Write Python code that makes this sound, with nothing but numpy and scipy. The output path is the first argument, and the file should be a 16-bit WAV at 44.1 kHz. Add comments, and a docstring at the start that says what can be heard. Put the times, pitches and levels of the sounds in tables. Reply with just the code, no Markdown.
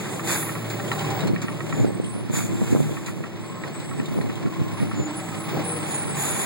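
"""Mixer truck on a gravel road

A concrete mixer truck creeps down a mountain, heard from a camera riding on it. The diesel drones,
the road shakes the frame and drum into booming, tyres crunch and loose steel clacks. Escaping air
hisses from the brake valves, rubbing brake shoes squeal, and gusts hit two close microphone openings."""
import sys
import numpy as np
from scipy import signal
from scipy.fft import rfft, irfft
from scipy.io import wavfile
from scipy.ndimage import uniform_filter1d

SR = 44100
rng = np.random.default_rng(int(sys.argv[2]) if len(sys.argv) > 2 else 0)


def int16_out(signal):
    """Quantize to a 16-bit WAV file."""
    q = np.round(np.clip(np.atleast_2d(signal).T, -1, 1) * 32767)
    wavfile.write(sys.argv[1], SR, q.astype(np.int16))


N = 284445
TIME = np.arange(N) / SR
FREQS = np.maximum(np.arange(N // 2 + 1) * SR / N, 1)


def undb(db):
    """Turn decibels into a gain."""
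    return 10 ** (np.asarray(db) / 20)


def level(x, db):
    """Scale a signal to an average (rms) level."""
    return x * undb(db) / np.sqrt(np.mean(x ** 2))


def curves(table):
    """Join each column's points with straight lines over time."""
    times, *columns = np.transpose(table)
    return [np.interp(TIME, times, column) for column in columns]


def noise():
    """Two unrelated white noises."""
    return rng.standard_normal((2, N))


def walk(rate):
    """A smooth random wobble of size about 1, with `rate` new values a second."""
    hold = max(int(SR / rate), 1)
    steps = np.repeat(rng.standard_normal(N // hold + 1), hold)
    return 1.3 * uniform_filter1d(uniform_filter1d(steps, hold), hold)[:N]


def colour(x, spectrum):
    """Shape the tone by (f/Hz, level/dB) points; white noise keeps its power."""
    hz, db = np.transpose(spectrum)
    gain = undb(np.interp(np.log(FREQS), np.log(hz), db))
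    return irfft(rfft(x) * level(gain, 0), N)


def highpass(x, hz, order):
    """Cut the sound below hz."""
    return signal.sosfilt(signal.butter(order, hz, "high", fs=SR, output="sos"), x)


def bandpass(x, hz, width):
    """One resonance: keep the sound near hz."""
    return signal.lfilter(*signal.iirpeak(hz, hz / width, fs=SR), x)


def swell(s, rise, hold, fade):
    """A loudness curve that reaches 1 at time s, holds and dies away; all in seconds."""
    return np.exp(-(np.minimum(TIME - s, 0) / rise) ** 2 - np.maximum(TIME - s - hold, 0) / fade)


def bursts(events, rise_s, t60):
    """A loudness curve that jumps at each event, then falls 60 dB in t60 seconds."""
    out = np.zeros(N)
    for s, db in events:
        start = int(s * SR)
        age = TIME[:min(N - start, SR // 3)]
        out[start:start + len(age)] += undb(db - 60 * age / t60) * (1 - np.exp(-age / rise_s))
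    return out


# how fast the engine fires, sagging as the brakes come on: t/s, f/Hz
FIRING_RATE = [(0, 110.4), (0.85, 114.4), (1.1, 111.5), (1.35, 113.6), (1.7, 113.1), (4.7, 109.4),
               (5.8, 105.8), (6.45, 99.1)]
# loudness of the drone: t/s, firing tone/dB, overtones/dB
DRONE_LEVELS = [(0, -39, -61), (0.3, -40.5, -37), (0.85, -31.5, -50.5), (1.4, -33.5, -43.5),
                (2.1, -43, -54), (2.55, -37.5, -39), (3.1, -43, -46), (4.1, -48.5, -45.5),
                (4.7, -43.5, -40), (5.4, -41.5, -39.5), (5.8, -40.5, -39), (6.15, -43, -42),
                (6.45, -48, -63)]
# overtones of the engine and its belt-driven parts: multiple of the firing rate, level/dB, waver/dB
OVERTONES = [(1.37, -1.5, 5.5), (1.6, -2.5, 4), (2, -6.5, 3.5), (2.75, -6.5, 6.5), (3, 0.5, 2.5)]


def engine(firings):
    """The diesel fires unevenly; its overtones wander, swell and fade as the truck body flexes."""
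    firing_db, overtone_db = curves(DRONE_LEVELS)
    tones = [(1, firing_db + 2.2 * walk(10), 0.21 * walk(23.17))]
    for multiple, db, waver_db in OVERTONES:
        wander_hz = 2.52 * walk(5)
        slip = 2 * np.pi * np.cumsum(wander_hz) / SR
        tones.append((multiple, overtone_db + db + waver_db * walk(8), slip + 0.85 * walk(20)))
    out = 0
    for multiple, db, drift in tones:
        phase = 2 * np.pi * (multiple * firings + rng.random()) + drift
        out = out + undb(db) * np.array([np.sin(phase), 0.12 * np.cos(phase)])
    return out


# rougher and smoother ground: t/s, frame rumble/dB, tyre noise/dB
ROAD = [(0, -32.5, -35.5), (0.65, -32.5, -35.5), (1.15, -29.5, -31.5), (1.4, -37, -40),
        (1.75, -32.5, -35.5), (2.05, -39, -42), (2.65, -38.5, -37), (3.3, -39, -42), (3.95, -36.5, -38),
        (5.15, -40, -38), (5.7, -36.5, -32.5), (6.45, -34, -32)]
# a wheel drops into a rut, or a hard gust shakes the frame: t/s, boom/dB, crunch/dB, hold/s
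FRAME_JOLTS = [(0.327, -50, -36.5, 0.006), (1.218, -32, -36.5, 0.054), (1.865, -36, -43, 0),
               (2.75, -38, -56, 0.022), (3.68, -34.5, -37.5, 0.0022), (4.187, -34, -47, 0.009),
               (4.426, -37, -44, 0.0063), (5.013, -38, -58, 0.024), (5.564, -25.5, -36, 0.04)]
# tone of the booming frame: f/Hz, level/dB
FRAME_TONE = [(30, 4), (60, -16), (100, -12.5), (128, -0.5), (150, 1.5), (205, -2.5), (255, -6.5),
              (325, -2.5), (410, -5.5), (500, -11), (600, -10), (900, -23.5), (2500, -43)]


def frame(rumble_db):
    """The road shakes the frame and drum; in a rut they boom harder and the gravel crunches, and hard gusts
    jolt them too."""
    jolts = [swell(s, rise=0.041, hold=hold, fade=0.022) for s, _, _, hold in FRAME_JOLTS]
    _, boom_db, crunch_db, _ = np.transpose(FRAME_JOLTS)
    shaking = np.hypot(undb(rumble_db), undb(boom_db) @ jolts)
    boom = colour(noise() * undb(0.52 * walk(22.1)), FRAME_TONE) * shaking
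    gravel = bandpass(noise() * undb(4.1 * np.tanh(walk(120))), hz=610, width=400)
    return boom + level(gravel, 0) * (undb(crunch_db) @ jolts)


# tone of tyres on gravel: f/Hz, level/dB
TYRE_TONE = [(150, -3), (430, -0.5), (520, -5), (690, -3), (820, -0.5), (920, 0), (1090, -3), (1500, -5.5),
             (2200, -3), (3600, -9), (4800, -15), (7200, -19), (9000, -15.5), (11000, -57.5), (15500, -40)]


def tyres(tyre_db, firings):
    """Stones grind and snap under the wheels; diesel clatter pulses in the same range."""
    snaps_per_s = 260
    snaps = (rng.random(N) < snaps_per_s / SR) * undb(3.6 * np.minimum(rng.exponential(size=N), 4))
    crunch = level(noise() * uniform_filter1d(snaps, size=40), -12.5)
    clatter = noise() * level(np.exp(-(firings % 1) / 0.6), -13)
    flicker = undb(walk(25) + 1.5 * walk(120))
    grind = noise() * flicker * undb(-2)
    return colour(crunch + clatter + grind, TYRE_TONE) * undb(tyre_db - 0.67)


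# notes of the body panels: f/Hz, width/Hz, level/dB, dB gained per dB of tyre noise
PANEL_NOTES = [(593, 41, -53.5, .5), (785.6, 50, -54.5, 2), (1067, 80, -52.5, 0.72), (1283, 60, -60, 0.9)]


def panels(tyre_db):
    """Sheet steel hums as the road shakes it; each note drifts and swells as the body flexes."""
    shaking_db = tyre_db + 38
    out = 0
    for hz, width, db, growth in PANEL_NOTES:
        phase = 2 * np.pi * np.cumsum(hz * (1 + 0.01 * walk(6))) / SR
        hum = [walk(2 * width) * np.sin(phase) + walk(2 * width) * np.cos(phase) for _ in range(2)]
        out = out + np.array(hum) * undb(db + growth * shaking_db + 3.5 * walk(7))
    return out


# strength of the leak: t/s, level/dB
LEAK_LEVELS = [(0, -48), (1.25, -52.5), (1.38, -64), (1.6, -55), (2.1, -63), (3.3, -72), (3.7, -58.5),
               (4.7, -52), (5.6, -52), (6.1, -53)]
# tone of hissing air: f/Hz, level/dB
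HISS_TONE = [(2000, -53), (3500, 2.5), (4600, -16), (5600, -13), (6900, 5.5), (7800, -0.5), (9500, -0.5),
             (10900, -7.5), (12300, -11), (15500, -4.5)]


def leak():
    """A thin stream of air escapes from the brake valve in uneven puffs."""
    return colour(noise(), HISS_TONE) * undb(curves(LEAK_LEVELS)[0] + 3.5 + 2.7 * walk(9.2))


# strength of the whine: t/s, level/dB
WHINE_LEVELS = [(0, -59), (0.66, -54), (0.76, -49), (1.17, -49), (1.3, -56), (2.2, -64), (3.9, -61),
                (4.2, -58), (5.2, -60), (5.5, -51), (6.45, -61)]


def whine(hz=15731):
    """The camera's own thin, fluttering note."""
    loudness = undb(curves(WHINE_LEVELS)[0] + 3 + 3.3 * walk(28))
    return loudness * np.sin(2 * np.pi * hz * TIME + 1.1 * walk(30))


# a brake valve lets out air: t/s at full flow, level/dB, rise/s, hold/s, fade/s
AIR_RELEASES = [(0.01, -43, .02, 0.014, 0.048), (0.323, -28.5, 0.064, 0.01, 0.08),
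                (0.936, -45.5, 0.11, 0.1, .08), (1.763, -49, 0.16, 0.069, 0.041),
                (2.363, -33, 0.036, 0.026, 0.076), (2.72, -42, 0.12, 0.058, 0.24),
                (3.081, -52, 0.015, 0.032, 0.008), (5.901, -44, 0.024, 0.038, 0.073),
                (6.21, -36, 0.047, 0.23, 0.063)]
# short spits of a valve: t/s, level/dB
VALVE_SPITS = [(0.699, -31.5), (0.987, -39), (1.1016, -34.5), (1.4165, -30.5), (2.4482, -39),
               (2.712, -35.5), (3.06, -32)]
# tone of a roaring air jet: f/Hz, level/dB
ROAR_TONE = [(100, -19), (300, -9.5), (900, 4), (1400, 4), (1850, 3.5), (2400, 7.5), (3700, -17.5),
             (4600, -3), (7000, -25.5), (12000, -15)]


def airflow(stretch=1):
    """How much air leaves the valves; stretch lengthens each fade."""
    return sum(undb(db) * swell(s, rise, hold, fade * stretch)
               for s, db, rise, hold, fade in AIR_RELEASES)


def air_brakes():
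    """Compressed air escapes in long hisses and in short spits that ring the valve opening."""
    flow = airflow()
    tail = undb(-10) * airflow(stretch=1.84)  # the emptying line hisses on
    hiss = colour(noise(), HISS_TONE) * np.hypot(flow, tail) * undb(2 + 1.3 * walk(40))
    grit = undb(2.4 * walk(400))
    # only a valve at full pressure roars; the thin hiss outlasts it
    roar = colour(noise() * grit, ROAR_TONE) * flow ** 1.34 * undb(9.5)
    ring = bandpass(colour(noise(), HISS_TONE), hz=4700, width=1360)
    spits = ring * bursts(VALVE_SPITS, rise_s=0.00041, t60=0.11)
    puffs = colour(noise(), ROAR_TONE) * bursts(VALVE_SPITS, rise_s=0.0051, t60=0.17)
    return hiss + roar + undb(10) * spits + undb(1) * puffs


# notes of a loose steel part: f/Hz, width/Hz, level/dB
STEEL_NOTES = [(1135, 21, -5), (1336, 59, -1.5), (1640, 120, -9), (1858, 83, 1.5), (2270, 310, -2.5),
               (3820, 490, -5)]


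def clack(db, tilt_db):
    """One blow strikes, chatters briefly, rings the steel and leaves a faint rattle."""
    age = TIME[:SR // 8]
    chatter = undb(-60 * age / 0.026)
    rattle = undb(-20 - 60 * age / 0.13)
    strike = undb(13.5) * (age == 0)
    force = np.sign(rng.standard_normal(len(age))) * (chatter + rattle) + strike
    # each blow finds the part sitting differently, which shifts each note's pitch and level
    shifts = rng.standard_normal((len(STEEL_NOTES), 2)) * [0.015, 1]
    ring = 0
    for (hz, width, note_db), (detune, stray_db) in zip(STEEL_NOTES, shifts):
        note = bandpass(force, hz * (1 + detune), width)
        ring = ring + level(note, note_db + stray_db + tilt_db * np.log2(hz))
    # a small part gives no bass, and a blunt blow no treble
    middle = signal.butter(3, [900, 2800], "band", fs=SR, output="sos")
    return level(signal.sosfilt(middle, ring), db - 18)


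# blows of the loose part: t/s, level/dB, brightness/(dB per octave)
STEEL_BLOWS = [(0.057, -30.5, -4), (0.1946, -24.5, -5), (0.4258, -25.5, -4), (0.4678, -29, -8.5),
               (0.491, -24, 2), (0.552, -26, -5), (0.619, -33, -3), (0.797, -26, -6), (0.916, -18, -1),
               (1.3606, -24, 4), (1.4826, -23.5, -6), (1.605, -25, 7), (1.725, -22, 1), (2.866, -35, -2),
               (2.9684, -28, -2), (3.083, -28, -6), (3.238, -28, -7), (3.637, -25.5, 5), (3.9114, -29, -20),
               (3.9984, -28, 1), (4.211, -29.5, 14), (4.2973, -30, 0), (4.458, -32, -12),
               (4.7997, -30.5, 8), (4.913, -26, -14), (6.436, -31, 17)]


def loose_steel():
    """The loose part knocks against its stop, brighter or duller with the spot that it hits."""
    out = np.zeros((2, N))
    for s, db, tilt_db in STEEL_BLOWS:
        start = int(s * SR)
        blow = np.array([clack(db, tilt_db), undb(2.5) * clack(db, tilt_db)])[:, :N - start]
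        out[:, start:start + blow.shape[1]] += blow
    return out


def squeal(start, length, pitch_hz, db, glide_hz_per_s, unsteadiness, fade_s=0.03):
    """A brake shoe sets its drum singing; the note slides, trembles and rasps with the pressure."""
    on = abs(TIME - start - length / 2) < (length + fade_s) / 2
    age = TIME[on] - start
    flutter_db, wobble, angle, rasp, scrape = unsteadiness[:, on]
    hz = (pitch_hz + glide_hz_per_s * (age - length / 2)) * (1 + wobble)
    grip = np.clip(np.minimum(age, length - age) / fade_s + 0.5, 0, 1)
    note = np.exp(2j * np.pi * (np.cumsum(hz) / SR + rng.random())) * (1 + rasp + 1j * scrape)
    # shifting echoes under the truck change the angle at which the note arrives
    turned = note * np.exp(1j * angle)
    out = np.zeros((2, N))
    out[:, on] = undb(db + flutter_db) * grip * np.array([note.imag, turned.imag])
    return out


# squeals of the brakes: t/s, length/s, f/Hz, level/dB, glide/(Hz per s)
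BRAKE_SQUEALS = [(0.106, 0.068, 8430, -37.5, 0), (1.462, 0.089, 9660, -48.5, 1500),
                 (1.721, 0.12, 7070, -43, 300), (1.851, 0.27, 8130, -47.5, 397),
                 (2.046, 0.17, 9900, -47, -800), (2.088, 0.086, 8420, -50, 900),
                 (2.169, .13, 8980, -48, 1000), (2.329, 0.052, 6960, -32, -300),
                 (2.406, 0.07, 6920, -38, 0), (2.44, 0.24, 7520, -49.5, -900),
                 (3.403, 0.24, 7730, -51.5, 500), (3.396, 0.15, 9270, -52.5, -3),
                 (3.844, 0.072, 9950, -57, 0), (3.73, 0.28, 8030, -46, 5),
                 (4.133, 0.087, 9700, -50.5, -1400), (4.751, 0.19, 9800, -51.5, 900),
                 (4.96, 0.12, 7040, -41.5, -400), (5.093, 0.33, 7940, -46, 497),
                 (5.16, 0.042, 9920, -41, 1200), (5.35, 0.17, 10200, -50, 600),
                 (5.644, 0.14, 10170, -39, 2), (5.631, 0.22, 8410, -36.5, 2),
                 (5.83, 0.296, 8860, -32, -100), (5.875, 0.088, 6880, -39.5, 0),
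                 (5.86, 0.2, 8500, -41.5, 0), (6.074, 0.22, 7990, -40, 2), (6.11, 0.22, 9300, -42, 7),
                 (6.16, 0.35, 6900, -38.5, -1), (6.2, 0.23, 11010, -37.5, 0), (6.17, 0.3, 12600, -46, -300),
                 (6.18, 0.091, 14830, -31, -300), (6.199, .29, 10240, -41, 3), (6.16, 0.26, 8600, -32, 0),
                 (6.35, .12, 8800, -33, 0)]


def brake_drums(chirp_count=22, chirp_s=0.118, chirp_db=-58.5, chirp_rise_hz_per_s=440):
    """Shoes grip and slip in fluttering squeals, faint stray chirps and one steadier low groan."""
    rasp_depth = 0.21 * (1 + airflow() / undb(-41))  # escaping air roughens the notes
    flutter_db = 2 * walk(30) + 2.8 * walk(150)
    wobble = 0.0016 * walk(35) + 0.0024 * walk(700)
    angle = 1.6 * walk(70)
    rasp, scrape = rasp_depth * walk(499), rasp_depth * walk(499)
    unsteadiness = np.array([flutter_db, wobble, angle, rasp, scrape])
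    chirps = [(rng.uniform(0, TIME[-1]), chirp_s, rng.uniform(8650, 11100), chirp_db,
               chirp_rise_hz_per_s) for _ in range(chirp_count)]
    # each note takes its unsteadiness from a random moment
    notes = sum(squeal(*row, np.roll(unsteadiness, rng.integers(N), axis=1))
                for row in BRAKE_SQUEALS + chirps)
    groan = squeal(start=5.65, length=0.135, pitch_hz=481, db=-36, glide_hz_per_s=0,
                   unsteadiness=0.3 * unsteadiness)
    return notes * undb(0.85) + groan


# an opening valve barks before its hiss settles: t/s, level/dB, hold/s
VALVE_BARKS = [(0.273, -33, .065), (2.345, -35.5, 0.028)]


def barks():
    """Air tears through the opening valve in a harsh, ragged rasp."""
    flow = sum(undb(db) * swell(s, rise=0.0021, hold=hold, fade=0.02) for s, db, hold in VALVE_BARKS)
    ragged = noise() * undb(5 * walk(600))
    rasp = bandpass(ragged, hz=1780, width=370) + 0.23 * bandpass(ragged, hz=4100, width=4200)
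    return level(rasp, 0) * flow


# tone of air in a nearly shut valve: f/Hz, level/dB
CLOSING_TONE = [(7000, -32), (9800, -3), (10900, -1), (12500, -13), (14000, -4), (15500, -17)]


def sizzle():
    """The last air of the first loud hiss squeezes through the closing valve."""
    return colour(noise(), CLOSING_TONE) * undb(-31.5) * swell(0.39, rise=0.065, hold=0.03, fade=0.085)


# stones snap under a tyre: t/s, level/dB
STONE_SNAPS = [(0.8784, -32.5), (0.9173, -32), (0.99, -30), (1.2056, -30.5), (1.272, -33), (1.6935, -37),
               (2.043, -38), (2.905, -40), (3.677, -38), (3.8, -38), (4.0564, -34), (4.2133, -40),
               (4.3251, -42), (4.354, -38), (4.6788, -41), (5.4885, -36)]
# tone of a snap: f/Hz, level/dB
SNAP_TONE = [(1500, -22), (3000, 11), (3800, -7), (5000, -15), (7500, 3), (13000, -19)]
# notes of a ringing stone: f/Hz, width/Hz, level/dB
STONE_NOTES = [(3720, 100, -2.5), (4370, 520, -14)]


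def stones(ring_s=0.11):
    """Single stones crack in a gritty snap, each ringing at a pitch of its own."""
    grit = noise()
    out = level(colour(grit, SNAP_TONE), -3.9) * bursts(STONE_SNAPS, rise_s=0.0003, t60=0.071)
    for s, db in STONE_SNAPS:
        tuning = 1 + 0.075 * rng.standard_normal()
        on = (TIME >= s) & (TIME < s + 0.15)
        force = grit[:, on] * undb(-60 * (TIME[on] - s) / ring_s)
        for hz, width, note_db in STONE_NOTES:
            out[:, on] += level(bandpass(force, hz * tuning, width), db + note_db - 16.5)
    return out


# jolts to the mixer drum: t/s, f/Hz, level/dB, hold/s
DRUM_BOOMS = [(0.947, 149.2, -33, 0.13), (1.29, 181.6, -32, 0.06), (1.66, 156.3, -33, 0.071),
              (1.89, 181.6, -35, 0.15), (5.355, 159.3, -37.5, .2), (6.137, 144.9, -30.5, 0.052)]


def mixer_drum():
    """The jolted drum rings at one of its low notes and settles."""
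    out = np.zeros((2, N))
    for s, hz, db, hold in DRUM_BOOMS:
        note = np.sin(2 * np.pi * hz * TIME + 0.4 * walk(20))
        out[0] += undb(db) * swell(s, rise=0.065, hold=hold, fade=0.05) * note
    return out


# breeze across the microphone: t/s, level/dB
BREEZE_LEVELS = [(1.03, -52), (1.15, -31), (1.6, -33), (2.3, -26), (2.9, -29.5), (3.6, -42), (4.0, -27.5),
                 (5.25, -36.5), (5.5, -38)]
# tone of swirling air: f/Hz, level/dB
WIND_TONE = [(30, -12), (60, -27), (100, 10), (200, 13.5), (330, 12.5), (500, 0.5), (800, -41),
             (1500, -49.5), (4000, -53)]
# single eddies (small whirls of air): t/s, kick/dB, push/ms, surrounding swirl/dB
EDDY_HITS = [(1.252, -11, 0.53, -29), (1.308, -16, .45, -21), (1.333, -9, 0.84, -29),
             (1.781, -16, 0.88, -25.5), (1.808, -21, .37, -22), (1.845, -4, 0.43, -26),
             (1.854, -19, 0.38, -29), (1.882, -12, 0.54, -28), (1.903, -12, 0.5, -37),
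             (1.998, -7, 0.54, -40), (2.161, -18, .4, -40), (2.297, -12, 0.79, -33), (2.336, -15, 0.4, -34),
             (2.521, -13.5, 0.58, -18.5), (2.615, -7.5, 0.3, -25), (2.628, -22, .33, -36),
             (2.724, -8, 0.68, -31), (2.748, -3.5, 0.5, -26), (2.759, -6, 0.23, -21),
             (2.769, -15, 0.25, -36), (2.802, -6, 0.36, -31), (2.893, -13, .33, -33),
             (2.929, -18.5, 0.4, -33), (3.204, -16.5, .38, -30), (3.987, -25, 0.45, -42),
             (4.187, -9.5, .38, -23), (4.212, -17, 0.44, -31), (4.266, -16, 0.66, -28),
             (4.454, -13, 0.79, -21), (4.614, -10, 0.94, -25), (4.829, -13, 0.46, -19),
             (4.997, -9.5, 0.77, -22), (5.565, -26, 0.59, -34)]


def wind():
    """Swirling air rumbles and crackles, differently at each microphone opening."""
    swirls = sum(undb(db) * swell(s, rise=0.036, hold=0, fade=0.039) for s, _, _, db in EDDY_HITS)
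    speed = np.hypot(undb(curves(BREEZE_LEVELS)[0] + 2.2 * walk(13)), swirls)
    flutter = undb(3 * walk(110))
    rumble = colour(noise() * flutter, WIND_TONE) * speed * undb(-11)
    crackle = noise() * undb(5 * np.tanh(walk(180)))
    for _ in range(2):
        crackle = bandpass(crackle, hz=573, width=440)
    # faster air sheds smaller eddies, so the crackle outgrows the rumble
    return rumble + level(crackle, -10.5) * speed ** 1.5


def eddy_kicks():
    """A passing eddy pushes, then sucks at one opening, and the camera housing rings hollowly."""
    kicks = np.zeros((2, N))
    for s, db, push_ms, _ in EDDY_HITS:
        side = int(rng.random() < 0.5)
        near = abs(TIME - s) < 0.02
        passage = (TIME[near] - s - 0.002) * 1000 / push_ms
        kicks[side, near] -= undb(db - 5.5) * passage * np.exp(-passage ** 2 / 2)
    return kicks + undb(1) * bandpass(kicks, hz=483, width=190)


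def scene():
    """Air pressure at the two microphone openings: low sounds reach both alike, high ones differ."""
    rumble_db, tyre_db = curves(ROAD)
    firings = np.cumsum(curves(FIRING_RATE)[0]) / SR
    rolling = engine(firings) + frame(rumble_db) + tyres(tyre_db, firings) + panels(tyre_db)
    knocks = mixer_drum() + stones() + loose_steel()
    brakes = leak() + air_brakes() + barks() + sizzle() + brake_drums()
    # each truck sound has two rows: what the openings share, and how they differ
    common, difference = rolling + knocks + brakes
    difference = highpass(difference, hz=1180, order=1)
    return np.array([common + difference, common - difference]) + wind() + eddy_kicks()


def record(dry):
    """The camera widens the stereo by subtracting the delayed opposite side, and adds its whine."""
    lag_samples, shelf_hz, balance_db, top_hz = 15, 900, 0.4, 15900
    opposite = np.pad(dry[::-1], ((0, 0), (lag_samples, 0)))[:, :N]
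    wide = highpass((dry - opposite) / 2, hz=89, order=4)
    # a running sum brings back the bass that the subtraction takes away
    wide = wide + 2 * np.pi * shelf_hz / SR * (np.cumsum(wide, axis=1) - wide / 2)
    wide = wide * undb([[-balance_db], [balance_db]])
    treble_cut = signal.ellip(10, 0.2, 70, top_hz, fs=SR, output="sos")
    return signal.sosfilt(treble_cut, wide + whine())


dry = scene()
out = record(dry)
int16_out(out)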